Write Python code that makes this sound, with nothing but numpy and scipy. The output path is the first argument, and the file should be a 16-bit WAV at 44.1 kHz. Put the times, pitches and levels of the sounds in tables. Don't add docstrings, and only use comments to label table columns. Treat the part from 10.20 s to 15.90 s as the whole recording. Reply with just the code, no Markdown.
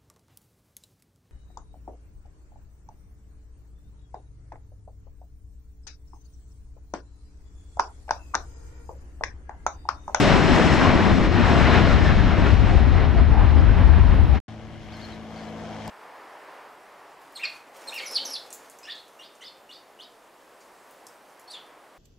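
import sys
import numpy as np
from scipy import signal
from scipy.fft import rfft, irfft, next_fast_len
from scipy.io import wavfile
from scipy.ndimage import uniform_filter1d

SR = 44100
rng = np.random.default_rng(int(sys.argv[2]) if len(sys.argv) > 2 else 0)


def dump_mix(stems):
    frames = np.atleast_2d(stems).T
    limited = np.clip(frames, -1, 1)
    pcm = np.round(limited * 32767).astype(np.int16)
    wavfile.write(sys.argv[1], SR, pcm)


def invert_db(x):
    u = np.asarray(x, float) / 20
    return 10 ** u


N = 251370
T = np.arange(N) / SR
FADE_START_S, FADE_END_S = 4.152, 4.196
HOLD_END_S, RESUME_S = 4.2015, 4.281


def in_time(rows):
    s, *columns = np.transpose(rows)
    return [np.interp(T, s, c) for c in columns]


def at_hz(points, hz):
    f, *columns = np.transpose(points)
    return [np.interp(np.log(hz), np.log(f), c) for c in columns]


def drift(rate):
    r = np.exp(-80 * np.pi * rate / SR)
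    slow = signal.lfilter([1], [1, -2 * r, r * r], rng.standard_normal(N // 40 + 2002))[2000:]
    return np.interp(np.arange(N) / 40, np.arange(len(slow)), rms_one(slow))


def rms_one(x):
    return x / np.sqrt(np.mean(x ** 2) + 1e-20)


def span_of(start_s, end_s):
    return slice(max(round(start_s * SR), 0), round(end_s * SR))


def swells(rows):
    out = np.zeros(N)
    for s, db, half_s in rows:
        span = span_of(s - 4 * half_s, s + 4 * half_s)
        out[span] += db * np.exp(-((T[span] - s) / half_s) ** 2)
    return out


def evened(bass, expected, firmness):
    envelope = np.sqrt(uniform_filter1d(bass[0] ** 2, size=1100) + 1e-12) / expected
    return bass * (rms_one(envelope) + 0.018) ** -firmness


def port_noise(colour, ports, hz, size):
    balance_db, alike, lead = at_hz(ports, hz)
    alike = np.clip(alike, 0, 1)
    near, apart = rfft(rng.standard_normal((2, size)))
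    right = invert_db(-balance_db)
    middle = np.sqrt(1 + right ** 2 + 2 * alike * right * np.cos(lead)) / 2
    far = right * (alike * np.exp(-1j * lead) * near + np.sqrt(1 - alike ** 2) * apart)
    return np.array([near, far]) * invert_db(at_hz(colour, hz)[0]) / middle


def turbulence(colour, ports, bands_hz, levels_db, air_loss, shared_db, own_db, firmness,
               sweep=((20, 0), (20000, 0)), passing=0):
    size = next_fast_len(N)
    hz = np.maximum(np.arange(size // 2 + 1) * SR / size, 1)
    pair = port_noise(colour, ports, hz, size)
    swing = np.array(levels_db) - np.mean(levels_db, axis=1, keepdims=True)
    bass, rest, together = 0, 0, drift(11.0)
    for centre in 16 * 2 ** np.arange(0, 10, .5):
        share = np.cos(np.pi * np.clip(np.log2(hz / centre), -.5, .5)) ** 2
        place = np.interp(np.log(centre), np.log(bands_hz), np.arange(len(bands_hz)))
        low = min(int(place), len(bands_hz) - 2)
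        place += air_loss * max(np.log2(centre / bands_hz[-1]), 0)
        level_db = swing[low] + (place - low) * (swing[low + 1] - swing[low])
        flicker_db = min(centre / 1000.0, 1) * shared_db * together + own_db * drift(9.8)
        sweep_db = at_hz(sweep, centre)[0] * passing
        band = invert_db(level_db + flicker_db + sweep_db) * irfft(pair * share, size)[:, :N]
        if centre < 120:
            bass = bass + band
        else:
            rest = rest + band
    expected = invert_db(swing[np.searchsorted(bands_hz, 50)])
    out = evened(bass, expected, firmness) + rest
    return out / np.sqrt(np.mean(out.mean(axis=0) ** 2))


# time in seconds, level in dB.
RUSTLE = [(0.05, -82), (0.5, -86), (1.28, -86), (1.9, -80.5), (3.06, -76.5), (3.67, -72.5), (4.15, -70),
          (4.28, -88), (4.81, -76), (5.65, -78)]


def rustle():
    mid, side = rng.standard_normal((2, N)) * invert_db(2.5 * drift(40.0))
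    high = signal.butter(2, 7500, "high", fs=SR, output="sos")
    hiss = signal.sosfilt(high, mid + 0.63 * side * [[1], [-1]])
    hiss = hiss + 0.6 * signal.lfilter(*signal.iirpeak(11900, 8.0, fs=SR), hiss)
    return invert_db(in_time(RUSTLE)[0] + 5.5) * rms_one(hiss)


# start in seconds, peak in dB, decay time in ms.
TICKS = [(2.251, -46, 1.9), (2.86, -66, 1.6), (3.52, -58, 1.5), (3.365, -53, 1.5), (3.678, -43, 1.8),
         (3.719, -55, 1.1), (3.788, -45.5, 1.4), (4.0, -73, 2.9), (4.768, -49, 4.0), (5.062, -61, 2.6),
         (5.243, -67, 2.5), (5.678, -29, 0.92)]
# frequency in Hz, width in Hz, level in dB.
TICK_MODES = [(5000, 1200, 3), (7400, 1500, -4.5), (9000, 1200, -11), (11500, 1800, -5), (13300, 400, 0)]


def ticks(rows):
    burst, after = np.zeros(N), T[:round(.02 * SR)]
    for s, db, ms in rows:
        burst[round(s * SR):][:len(after)] += invert_db(db) * np.exp(-after * 1000 / ms)
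    burst = burst * rng.standard_normal(N) + 1e-18
    out = np.zeros(N)
    for hz, width_hz, level_db in TICK_MODES:
        r, w = np.exp(-np.pi * width_hz / SR), 2 * np.pi * hz / SR
        ring = signal.lfilter([(1 - r * r) / 2, 0, (r * r - 1) / 2], [1, -2 * r * np.cos(w), r * r], burst)
        out += invert_db(level_db) * ring
    return out


def close_tick():
    knock_hz, knock_db, knock_t60_s = 830, -27, .014
    after = np.clip(T - 5.6795, 0, None)
    knock = invert_db(knock_db - 60 * after / knock_t60_s) * np.sin(2 * np.pi * knock_hz * after)
    top = signal.ellip(6, .5, 40, 13700, fs=SR, output="sos")
    return signal.sosfilt(top, ticks(TICKS[-1:])) + knock


def whistles(notes, pan_db):
    out, wobble = np.zeros(N), 1 + .01 * drift(200.0)
    for note in notes:
        s, pitch, level_db = np.transpose(note)
        span = span_of(s[0], s[-1])
        edges = np.clip(np.minimum(T[span] - s[0], s[-1] - T[span]) / .003, 0, 1)
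        glide = np.cumsum(np.interp(T[span], s, pitch) * wobble[span])
        level = invert_db(np.interp(T[span], s, level_db) + 2.0)
        out[span] += edges * level * np.sin(2 * np.pi * glide / SR)
    out = out * invert_db(1.1 * drift(150.0))
    echo = 0.21 * np.roll(out, round(0.014 * SR))
    return (out + echo) * invert_db([[pan_db / 2], [-pan_db / 2]])


def peeps(rows):
    return [[(s, from_hz, db), (s + length, to_hz, db)] for s, length, from_hz, to_hz, db in rows]


def calls(rows):
    leap_s, sag_half_s, flick_s = .014, .0124, .009
    notes, second_voice = [], []
    for s, length, hz, db, sag in rows:
        notes.append([(s, .8 * hz, db - 6),
                      (s + leap_s, hz, db),
                      (s + leap_s + sag_half_s, .93 * hz, db - 4.0),
                      (s + length - flick_s, sag * hz, db - 0.5),
                      (s + length, sag * .96 / .9 * hz, db - 7)])
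        if db < -53.5:
            second_voice.append((s + .021, .025, 1.125 * hz, 1.06 * hz, db - 7))
    return notes + peeps(second_voice)


# start in seconds, length in seconds, from Hz, to Hz, level in dB.
FAR_PEEPS = [
    (2.98, .02, 4400, 4920, -55),
    (3.38, 0.025, 5100, 4700, -55),
]


def runway_bird():
    return whistles(peeps(FAR_PEEPS), pan_db=-4.0)


# start in seconds, length in seconds, top in Hz, level in dB, lowest pitch as a share of the top.
FULL_CALLS = [
    (4.718, .062, 4650, -54, .89),
    (4.811, .053, 4520, -48, .925),
    (5.159, .042, 4780, -53, .9),
]
# start in seconds, length in seconds, from Hz, to Hz, level in dB.
PEEPS = [(4.724, .012, 4300, 5450, -55), (4.802, .012, 3150, 3700, -57), (4.826, .016, 4750, 4550, -55),
         (4.839, .008, 4450, 4150, -50), (4.851, .011, 4200, 4600, -50), (4.865, .016, 4220, 4200, -62),
         (4.886, .022, 4200, 4400, -59), (4.896, .008, 3300, 3150, -56), (4.907, .008, 3150, 3100, -53),
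         (4.916, 0.013, 4250, 4000, -52), (4.921, .007, 4400, 3900, -56), (4.926, .008, 4050, 4800, -56),
         (5.218, .022, 4650, 4750, -61), (5.174, .02, 5550, 5250, -63), (5.238, .008, 5000, 5500, -57),
         (5.272, .018, 4250, 3950, -57)]
# start in seconds, length in seconds, from Hz, to Hz, level in dB.
RIGHT_PEEPS = [(4.797, .014, 4400, 4970, -59), (4.862, .018, 4200, 4220, -62),
               (4.88, .015, 5200, 5300, -67), (4.93, .01, 3950, 3900, -53), (4.95, .008, 4300, 4050, -62)]


def meadow_birds():
    return whistles(calls(FULL_CALLS) + peeps(PEEPS), pan_db=1.0) + whistles(peeps(RIGHT_PEEPS), pan_db=-12.0)


ORDERS = [3, 6, 9, 11, 12, 14, 15, 17, 18, 24, 26, 27, 29, 30, 32, 33, 34, 35, 36, 37, 38, 39, 40, 41, 42,
          43, 47]
# level far off in dB, share of the nearness.
ORDER_LEVELS = [(-60, 0.074), (-41, 0.14), (-52.5, .9), (-57, 0.0024), (-44.5, 0.53), (-61.5, .7),
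                (-58.5, 0.84), (-60, -.3), (-54.5, -.1), (-62, 0.69), (-63.5, 1.7), (-62.5, 1.9),
                (-69, 0.97), (-65, .9), (-60, -0.22), (-69, .3), (-57, 1.2), (-63.5, 1.2), (-70, 1.5),
                (-63, 1.9), (-63, 0.59), (-62.5, 0.95), (-59, 0.74), (-59.5, 0.71), (-64.5, .9), (-62, .3),
                (-70, 1.1)]
# time in seconds, engine cycles in Hz.
CYCLE_RATE = [(4.29, 18.42), (4.6, 18.38), (5.1, 18.24), (5.5, 18.06), (5.7, 17.97)]
# time in seconds, nearness in dB.
APPROACH = [(4.29, -1.5), (4.6, -5), (4.9, -0.5), (5.05, 0.5), (5.33, 5.5), (5.5, 5), (5.69, 5)]
# frequency in Hz, level in dB.
SECOND_ENGINE = [(78, -54)]


def firing_orders(turn, near_db):
    opposed_s, beat_s, beat_depth = 5.12, 2.4, 0.76
    beat = 1 - beat_depth * np.cos(np.pi * (T - opposed_s) / beat_s) ** 2
    late, orders = slice(round(HOLD_END_S * SR), None), np.zeros(N)
    for k, (db, share) in zip(ORDERS, ORDER_LEVELS):
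        level = invert_db(db + share * near_db[late] + 3.5 + 0.034 * k * drift(4.5)[late])
        if k == 6:
            level = level * beat[late]
        orders[late] += level * np.cos(k * turn[late] + 2 * np.pi * rng.random())
    for hz, db in SECOND_ENGINE:
        orders += invert_db(db + 2.0 + 1.8 * drift(3.6)) * np.sin(2 * np.pi * hz * T + 0.31 * drift(4.9))
    return orders * invert_db([[1.3], [-1.3]])


PISTON_BANDS_HZ = [60, 650, 2000, 6500]
RUSH_LAW = [
    (-0.81, 0.58),
    (1, 0.045),
    (0.51, 0.18),
    (0.58, 0.085),
]
# frequency in Hz, density in dB per Hz.
RUSH_COLOUR = [(12, -49), (35, 0), (80, 2), (140, 1), (350, -3), (650, -3.5), (900, -3), (1330, -11.5),
               (1580, -9), (1850, -13.5), (2150, -11), (2600, -17.5), (3200, -15), (3800, -22),
               (6200, -26.5), (8000, -36), (12000, -50)]
# frequency in Hz, left-right in dB, likeness 0-1, left lead in rad.
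MEADOW_PORTS = [(30, -6, 0.8, 0.6), (119, 10, 0.1, -0.34), (492, 0.5, 0.8, -0.19), (2000, 5, 0.86, 0.4),
                (4400, 2, 0.5, 0.23), (8000, 2, 0.3, 0.28)]
# peak in seconds, rise in dB, half length in seconds.
GUSTS = [(4.48, 10, 0.089), (4.73, 6, 0.093), (4.9, 5, .04), (5.02, 2, .03), (5.15, -10, .08)]
# peak in seconds, rise in dB, half length in seconds.
LEAVES = [(4.29, 3, 0.034), (4.58, 3, 0.069), (5.04, -1.5, 0.054), (5.23, 3, 0.046), (4.83, 6, 0.17),
          (5.15, 4, 0.065), (5.68, 4.5, 0.23)]


def pistons():
    near_db = in_time(APPROACH)[0]
    turn = 2 * np.pi * np.cumsum(in_time(CYCLE_RATE)[0]) / SR + 0.008 * drift(6.3)
    orders = firing_orders(turn, near_db)
    levels = [near * near_db + gust * swells(GUSTS) for near, gust in RUSH_LAW]
    levels[2] = levels[2] + 0.85 * swells(LEAVES)
    levels[3] = levels[3] + swells(LEAVES)
    rush = turbulence(RUSH_COLOUR, MEADOW_PORTS, PISTON_BANDS_HZ, np.array(levels) * (T >= RESUME_S),
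                      air_loss=0.039, shared_db=0.5, own_db=0.9, firmness=0.21)
    throb = 1 + 0.15 * np.cos(6 * turn) + 0.11 * np.cos(3 * turn)
    return orders + invert_db(-44.0) * throb * rush


# peak in seconds, centre in Hz, level in dB, half length in seconds.
HUMPS = [(0.042, 684, -27, 0.029), (0.082, 610, -16, 0.059), (.4, 490, -16, 0.016),
         (0.65, 1050, -20.5, .06), (1.055, 310, -17, 0.04), (1.681, 545, -21.5, 0.045),
         (1.708, 1356, -24, 0.034), (1.852, 609, -30, .06), (1.865, 1760, -27.5, 0.078),
         (2.003, 1726, -26.5, 0.034), (2.05, 199.4, -19, 0.12), (2.137, 742, -28.5, 0.042),
         (2.208, 930, -30, 0.085), (2.28, 1450, -38, 0.035), (2.8, 428, -26, 0.041), (3.9, 298, -38, 0.056),
         (3.901, 954, -32.5, 0.15), (2.498, 740, -31, 0.16), (2.762, 734, -27.5, 0.051),
         (2.971, 720, -26, 0.048), (3.178, 827, -21.5, 0.05), (3.36, 864, -28.5, 0.06),
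         (3.427, 1268, -32, 0.047), (3.5, 1524, -33.5, 0.051), (1.017, 620, -28, 0.036),
         (3.96, 150.4, -21.5, 0.086), (2.06, 279.6, -26, 0.087), (.08, 186, -20.5, 0.076),
         (.44, 340, -23, 0.047), (0.751, 279.5, -22.5, .06), (.93, 192, -18.5, 0.056),
         (1.619, 215, -16, 0.038), (1.951, 97, -15.5, 0.09), (1.042, 44.6, -15, 0.049),
         (0.701, 49.7, -19.5, .08), (3.635, 885, -28, 0.081), (4.165, 812, -28.5, 0.057)]


def humps():
    slide_per_s = .3
    narrow, out = drift(70.0) + 1j * drift(87.0), np.zeros(N)
    for s, hz, db, half_s in HUMPS:
        span = span_of(s - 3 * half_s, s + 3 * half_s)
        t = T[span] - s
        carrier = np.exp(2j * np.pi * hz * t * (1 - slide_per_s * t))
        out[span] += invert_db(db - 6.5) * np.exp(-(t / half_s) ** 2) * np.real(narrow[span] * carrier)
    return out


JET_BANDS_HZ = [28, 65, 270, 1200, 4500, 9500]
# share of the loss, share of a clearing, dB gained as the exhausts turn, lumps in dB.
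JET_LAW = [
    (0.05, 0.048, 0, 5.5),
    (0.05, .05, 15, 1),
    (.3, 0.46, -6.5, 0.9),
    (.6, 1.55, 1, 1.5),
    (1.0, 1.1, 3, 0.18),
    (1.5, 1.3, -3.5, 2.5),
]
# frequency in Hz, density in dB per Hz.
JET_COLOUR = [(8.8, -33.5), (15, -18.5), (53, 3), (74, 4.5), (126, -7.5), (269, -11.5), (410, -17),
              (467, -21.5), (640, -19), (1560, -25.5), (1930, -26.5), (4120, -40), (4700, -45),
              (5220, -45.5), (7950, -62.5), (10300, -80.5), (10700, -78.5), (11030, -89.5), (11700, -84.5),
              (12100, -90.5), (12400, -108), (17500, -130)]
# frequency in Hz, left-right in dB, likeness 0-1, left lead in rad.
JET_PORTS = [(20, 0, .55, 1.1), (32, 7, .85, 1.1), (50, 13, .93, 1.1), (66, 15, .75, 1.0),
             (86, 12.5, .35, 1.2), (110, 4, .08, 0), (160, 3, .55, -1.8), (215, 4, .65, -1.4),
             (330, 3.5, .83, -1.0), (490, .5, .9, -.7), (760, 3, .92, -.3), (1080, 1.5, 0.83, -0.3),
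             (1390, 2, 0.78, 0.04), (2330, 2, 0.87, 0.2), (4400, 2, 0.78, -0.6), (9000, 2.5, 0.65, .5)]
# frequency in Hz, shift in dB.
JET_SWEEP = [(60, 1), (100, 2), (150, -20), (250, -2), (500, 1), (1500, -2), (4400, -3), (10000, 2)]
# time in seconds, level in dB.
DISTANCE = [(0, 0.5), (.25, -3.5), (1.0, -7.5), (1.7, -9), (2.4, -13), (3.0, -19.5), (3.6, -18.5),
            (4.2, -20)]
# peak in seconds, rise in dB, build-up in seconds.
CLEARINGS = [(0.129, 2, 0.38), (.33, 2, 0.1), (.52, 2.5, 0.2), (.665, 3, 0.08), (.9, 1.5, 0.37),
             (1.05, 0.5, 0.044), (1.085, -3, .015), (1.13, 1, .03), (1.3, 1.5, 0.14), (1.573, 5.5, 0.27),
             (1.71, 3.5, 0.095), (1.88, 2.5, 0.058), (2.1, 1, 0.45), (2.3, 2.5, 0.11), (2.58, 1.5, 0.14),
             (2.83, 3.5, 0.092), (2.998, 3, 0.045), (3.281, 2, 0.12), (3.39, 2, .07), (3.619, 2, 0.11),
             (3.78, 2.5, 0.053), (3.94, 1.5, 0.049), (4.185, 6.5, 0.036)]
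# time in seconds, dB in the rumble, dB in the low roar.
EDDIES = [(0.14, 6, -1.5), (0.228, -2.5, -5), (.28, 0, -0.5), (.33, 5.5, -2.5), (.39, -8.5, 0.5),
          (.52, 5.5, -3), (.68, 4.5, -1.5), (0.741, -3.5, 4.5), (.93, 6, 2.5), (.99, -2.5, 3.5),
          (1.04, -1.5, 2), (1.09, 3.5, -4), (1.24, 4, -3), (1.44, 4.5, -0.5), (1.69, 0, 2.5),
          (1.75, 5.5, 0.5), (2.06, 6, -3.5), (2.108, -2.5, -5), (2.19, 1, 3.5), (2.329, 7, 2.5),
          (2.55, -3.5, 4), (2.85, -3, -0.5), (2.92, -3.5, -3), (3.0, 5.5, 0), (3.06, 0, -4),
          (3.3, -1.5, -6), (3.38, 0.5, 5), (3.66, -0.5, -3), (3.75, -2.5, -3), (3.82, 4, -7.5),
          (3.88, -2, -4.5), (4.019, 3, -4.5), (4.07, -12, -2), (4.14, -1, -1), (4.169, -8, 0)]


def jet():
    close_s, eddy_s, lumps_per_s = 0.043, 0.018, 8.4
    loss_db = in_time(DISTANCE)[0]
    clear_db = np.zeros(N)
    for s, db, build_s in CLEARINGS:
        clear_db += db * np.exp(-((T - s) / np.where(T < s, build_s, close_s)) ** 2)
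    turned = np.tanh((T - 1.56) / 1.1) / 2
    levels = [far * loss_db + clear * clear_db + turn_db * turned + lumps_db * drift(lumps_per_s)
              for far, clear, turn_db, lumps_db in JET_LAW]
    rumble_db = swells([(s, rumble, eddy_s) for s, rumble, roar in EDDIES])
    low_roar_db = swells([(s, roar, eddy_s) for s, rumble, roar in EDDIES])
    for band, eddy_db in enumerate((rumble_db, rumble_db, low_roar_db)):
        levels[band] = levels[band] + eddy_db
    passing = np.tanh((T - 2.6) / 1.2) * [[.25], [-.25]]
    roar = turbulence(JET_COLOUR, JET_PORTS, JET_BANDS_HZ, levels, air_loss=0.3, shared_db=0.03, own_db=0.32,
                      firmness=0.4, sweep=JET_SWEEP, passing=passing)
    return invert_db(-15.5) * roar + humps() * invert_db([[.6], [-.6]])


# from seconds, to seconds.
TOP_OPEN = [(0, .03), (.25, .3), (1.05, 1.1), (1.3, 1.33), (1.55, 1.65), (2.0, 2.03), (2.18, 2.33),
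            (2.56, 2.72), (2.82, 2.87), (3.08, 3.45), (3.48, 4.19), (4.7, 4.93), (5.1, 5.15), (5.23, 5.3),
            (5.64, 5.7)]


def top_gate(x):
    below = signal.sosfiltfilt(signal.ellip(6, .2, 40, 12020, fs=SR, output="sos"), x)
    is_open = sum((T >= start) & (T < end) for start, end in TOP_OPEN) * 1.0
    return below + uniform_filter1d(is_open, size=400) * (x - below)


def scene():
    runway = jet() + runway_bird()
    meadow = pistons() + meadow_birds()
    places = np.where(T < (HOLD_END_S + RESUME_S) / 2, runway, meadow)
    steady = places + rustle() + ticks(TICKS[:-1])
    dull = signal.ellip(10, .5, 70, 12800, fs=SR, output="sos")
    return top_gate(signal.sosfilt(dull, steady)) + close_tick()


def housing(x, delays_ms, strengths, edge_hz):
    size = next_fast_len(N + 100)
    hz = np.arange(size // 2 + 1) * SR / size
    treble = hz ** 2 / (hz ** 2 + edge_hz ** 2)
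    bounce = np.array(strengths) * treble * np.exp(-2j * np.pi * hz * np.array(delays_ms) / 1000)
    return irfft(rfft(x, size) * (1 + bounce), size)[:, :N]


def roll_off(x):
    return signal.sosfilt(signal.butter(12, 14600, fs=SR, output="sos"), x)


HELD_OFFSET = [
    [-.0008],
    [.022],
]


def record(dry):
    x = housing(dry, delays_ms=[[.82], [.79]], strengths=[[-.45], [.4]], edge_hz=5200)
    x = x / (1 + (x / .77) ** 4) ** 0.13
    fade = np.clip((FADE_END_S - T) / (FADE_END_S - FADE_START_S), 0, 1)
    held = (1 - fade) * (T < HOLD_END_S) * HELD_OFFSET
    rise = np.clip((T - RESUME_S) / 0.0012, 0, 1)
    mix = (T < RESUME_S) * (fade * x + held) + rise * x
    return roll_off(mix)


dry = scene()
out = record(dry)
dump_mix(out)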